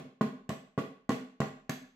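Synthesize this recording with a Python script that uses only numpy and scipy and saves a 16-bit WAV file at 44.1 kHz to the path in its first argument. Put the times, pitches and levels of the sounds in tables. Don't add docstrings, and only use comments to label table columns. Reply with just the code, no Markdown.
import sys
import numpy as np
from scipy import signal
from scipy.fft import rfft, irfft
from scipy.io import wavfile

SR = 44100
rng = np.random.default_rng(int(sys.argv[2]) if len(sys.argv) > 2 else 0)


def int16_out(signal):
    q = np.round(np.clip(np.atleast_2d(signal).T, -1, 1) * 32767)
    wavfile.write(sys.argv[1], SR, q.astype(np.int16))


def attenuation_scalar(level_db):
    decades = np.asarray(level_db, float) / 20
    return 10 ** decades


N = 85995
LEAD = 4410


def ring(modes, gains_db, detune, size):
    hz, db, t60 = np.array(modes).T[:, :, None]
    t = np.arange(size) / SR
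    level = attenuation_scalar(db + gains_db[:, None])
    decay = np.exp(-np.log(1000) * t / t60)
    return (level * decay * np.sin(2 * np.pi * hz * detune[:, None] * t)).sum(axis=0)


def curve_db(f, points):
    hz, db = np.array(points).T
    return np.interp(np.log(np.maximum(f, 1)), np.log(hz), db)


def colour(x, points):
    size = x.shape[-1]
    f = np.arange(size // 2 + 1) * SR / size
    return irfft(rfft(x) * attenuation_scalar(curve_db(f, points)), size)


def causal(x, points):
    f = np.arange(257) * SR / 512
    cepstrum = irfft(curve_db(f, points) * np.log(10) / 20)
    cepstrum = cepstrum * np.r_[1, 2 * np.ones(255), 1, np.zeros(255)]
    return signal.lfilter(irfft(np.exp(rfft(cepstrum))), 1, x)


# (time [s], level [dB], push length [ms], soil level [dB],
# bass pitch favoured by the struck spot [Hz])
CONTACTS = [(-.07, -16, 1.28, -34.5, 150), (.2100, -17.5, 0.83, -36.5, 211), (0.2148, -23, 0.93, -45, 236),
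            (0.2637, -31, 2.0, -73, 221), (0.4913, -19.5, 2.05, -35, 178), (.5020, -28.5, 0.67, -60, 608),
            (.5150, -25, 3.2, -70, 146), (0.7772, -17.5, 1.02, -40, 216), (0.7844, -23, 0.97, -45, 476),
            (0.788, -26, 0.57, -48, 150), (1.0921, -21, 0.59, -34.5, 256), (1.1024, -24.5, 0.52, -41, 461),
            (1.117, -25.5, 1.63, -39.5, 394), (1.4023, -14.5, 1.44, -32.5, 199.6),
            (1.4160, -24, 0.42, -57.5, 221), (1.694, -22, 1.33, -32, 189), (1.7022, -36, 0.27, -65, 256)]
# (frequency [Hz], level [dB], t60 [s])
BOARD_MODES = [(146, -10.5, 0.054), (184.5, -14.5, 0.17), (221, -10, 0.057), (256, -3.5, 0.11),
               (395, -16, 0.063), (460.6, -1.5, 0.037), (539.2, -9, 0.057), (659.7, 5, 0.02)]
# (frequency [Hz], level [dB], t60 [s])
POT_MODES = [(780.6, 2.5, 0.023), (868, -11.5, 0.021), (1099.3, 10, 0.024), (1190, -12, 0.061),
             (1447, 2.5, 0.019), (1569, 5.5, 0.013), (1732, -3.5, .03), (1921, 1.5, 0.026),
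             (2508, 1, 0.011), (2900, -4, 0.015)]


def knocks():
    size = 3 * LEAD
    longest_t60_s, build_s = .075, 0.0026
    spot_db, spot_detune, path_shift_rad = 1.5, .006, .9
    favour_db, favour_octaves, pot_db = 9, .15, -0.5
    modes = [(hz, db, min(t60, longest_t60_s)) for hz, db, t60 in BOARD_MODES + POT_MODES]
    hz = np.array(modes)[:, 0]
    is_pot = np.arange(len(modes)) >= len(BOARD_MODES)
    build = 1 - 0.75 * np.exp(-np.arange(size) / SR / build_s)
    out = np.zeros((3, N + 5 * LEAD))
    for s, db, push_ms, _, bass_hz in CONTACTS:
        length = push_ms * SR / 1000
        t = np.arange(int(2 * length))
        push = t * np.exp(-4 * t / length)
        gain_db = spot_db * rng.standard_normal(len(modes)) + pot_db * is_pot
        gain_db += favour_db * np.exp(-(np.log2(hz / bass_hz) / favour_octaves) ** 2)
        detune = 1 + spot_detune * rng.standard_normal(len(modes))
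        body = build * ring(modes, gain_db, detune, size)
        hit = np.convolve(body, push / push.sum())[:size]
        angle = path_shift_rad * rng.standard_normal()
        shares = [1, np.cos(angle), np.sin(angle)]
        i = int(s * SR) + LEAD
        out[:, i:i + size] -= attenuation_scalar(db) * np.outer(shares, hit)
    return out[:, :N + LEAD]


# (frequency [Hz], level [dB])
GRIT_COLOUR = [(900, 6), (2000, 7), (4000, -1.5), (5200, -5.5), (7300, -7), (8600, -16), (10600, -15.5),
               (15500, -19)]


def soil():
    clicks_per_s, spread_db, width = 22000, 2, 1.27
    rise_s, burst_s, settle_s, settle_db = 0.0026, 0.0025, 0.027, -11.5
    t = (np.arange(N + LEAD) - LEAD) / SR
    shake = np.zeros(len(t))
    for s, _, _, soil_db, _ in CONTACTS:
        age = np.maximum(t - s, 0)
        fall = np.exp(-age / burst_s) + attenuation_scalar(settle_db) * np.exp(-age / settle_s)
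        shake += attenuation_scalar(soil_db) * (1 - np.exp(-age / rise_s)) * fall
    shape = (2, len(t))
    lands = rng.random(shape) < clicks_per_s / SR
    size = attenuation_scalar(spread_db * np.minimum(rng.exponential(size=shape), 3))
    sign = np.sign(rng.standard_normal(shape))
    mid, side = causal(lands * size * sign * shake, GRIT_COLOUR) * np.sqrt(SR / clicks_per_s)
    return mid + width * side * np.array([[1], [-1]])


TAIL_RISE_S = .012
# (frequency [Hz], level [dB], t60 [s], left-right likeness [0-1])
TAIL_BANDS = [(82, -19, 0.37, .99), (163, -11, 0.35, 0.8), (257, -11, 0.48, 1), (472, -3, 0.38, 0.83),
              (1180, -7.5, 0.46, 0), (2690, -3.5, 0.47, 0.04), (6350, -6, 0.43, 0.84), (14200, -3, 0.3, 1)]


def tail():
    size = SR // 2
    t, table, out = np.arange(size) / SR, np.array(TAIL_BANDS), np.zeros((2, size))
    for hz in 50 * 2 ** np.arange(0, 8.4, .5):
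        db, t60, like = (np.interp(np.log(hz), np.log(table[:, 0]), table[:, k]) for k in (1, 2, 3))
        sos = signal.butter(2, [hz / 2 ** .25, hz * 2 ** .25], "band", fs=SR, output="sos")
        mid, side = signal.sosfilt(sos, rng.standard_normal((2, size)))
        like = np.clip(like, 0, 1)
        pair = np.sqrt(1 + like) * mid + np.sqrt(1 - like) * side * np.array([[1], [-1]])
        decay = np.exp(-np.log(1000) * t / t60) / np.sqrt(SR * t60 / np.log(1e6))
        out += attenuation_scalar(db) * pair * decay
    return out * (1 - np.exp(-(t / TAIL_RISE_S) ** 2))


# (delay [s], left level [dB], right level [dB])
NEAR_ECHOES = [(0.014, -14.5, -12), (0.028, -22.5, -20), (0.0058, -14.5, -24)]
# (frequency [Hz], level [dB], t60 [s])
LOW_MODES = [(150, -60.5, 0.37), (191.4, -62, 0.5), (221, -76.5, 0.67), (256, -69, 0.46)]


def room(dry, path_a, path_b):
    size, zero = SR // 2, np.zeros(len(LOW_MODES))
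    build = 1 - np.exp(-np.arange(size) / SR / TAIL_RISE_S)
    near = np.ones((2, 1)) * ring(LOW_MODES, zero, zero + 1, size) * build
    near[:, 0] = 1
    for s, left_db, right_db in NEAR_ECHOES:
        near[:, int(s * SR)] = attenuation_scalar(np.array([left_db, right_db]))
    paths = [(dry, near), (path_a, tail()), (path_b, tail())]
    return sum(signal.fftconvolve(x, h, axes=1)[:, LEAD:LEAD + N] for x, h in paths)


def faint_air():
    hiss = rng.standard_normal((2, N))
    return attenuation_scalar(-90) * colour(hiss, [(100, 6), (1000, 7), (4000, -1), (9000, -45)])


def low_rumble():
    hum = colour(rng.standard_normal((2, N)), [(15, 24), (32, 70.5), (50, 9), (200, -38)])
    return attenuation_scalar(-80) * (hum[0] + .3 * hum)


# (time [s], level [dB])
GLAZE_TICKS = [
    (0.22, -44),
    (0.4925, -33.5),
    (.7980, -51.5),
    (.8130, -56),
    (1.093, -30.5),
    (1.404, -38.5),
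    (1.41, -51),
    (1.6950, -29.5),
    (1.6968, -29),
]
# (frequency [Hz], level [dB], t60 [s])
RIM_MODES = [(1852, 4, 0.049), (2330, -3, 0.0067), (4060, -6, 0.013), (4590, -2, 0.005),
             (6050, -1.5, 0.0051), (6510, -7.5, 0.013), (7540, 2, 0.0055), (11020, -12.5, 0.0075),
             (13100, -9, 0.0047)]


def glaze_ticks():
    longest_t60_s, rise_s = .009, .0004
    modes = [(hz, db, min(t60, longest_t60_s)) for hz, db, t60 in RIM_MODES]
    rise = 1 - np.exp(-np.arange(LEAD) / SR / rise_s)
    out = np.zeros(N + LEAD)
    for s, db in GLAZE_TICKS:
        gain_db = 3 * rng.standard_normal(len(modes))
        detune = 1 + .02 * rng.standard_normal(len(modes))
        i = int(s * SR) + LEAD
        out[i:i + LEAD] += attenuation_scalar(db) * ring(modes, gain_db, detune, LEAD) * rise
    return out


# (frequency [Hz], right louder by [dB])
RIGHT_LEAN = [(200, .3), (1200, 2), (2500, 1), (6000, 2), (13000, 1)]


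def scene():
    hit, path_a, path_b = knocks()
    bright = soil() + glaze_ticks()
    left, right = room(hit + bright, path_a + bright, np.array([path_b, path_b]))
    wet = np.array([causal(left, np.array(RIGHT_LEAN) * [1, -1]), right])
    return wet + faint_air() + low_rumble()


def top_cut(x):
    return signal.sosfilt(signal.butter(12, 16810, fs=SR, output="sos"), x)


def record(dry):
    low_hz, top_hz = 119.2, 15750
    x = signal.sosfilt(signal.butter(3, low_hz, "high", fs=SR, output="sos"), dry)
    x = signal.sosfilt(signal.ellip(8, .2, 60, top_hz, fs=SR, output="sos"), x)
    return top_cut(x)


dry = scene()
out = record(dry)
int16_out(out)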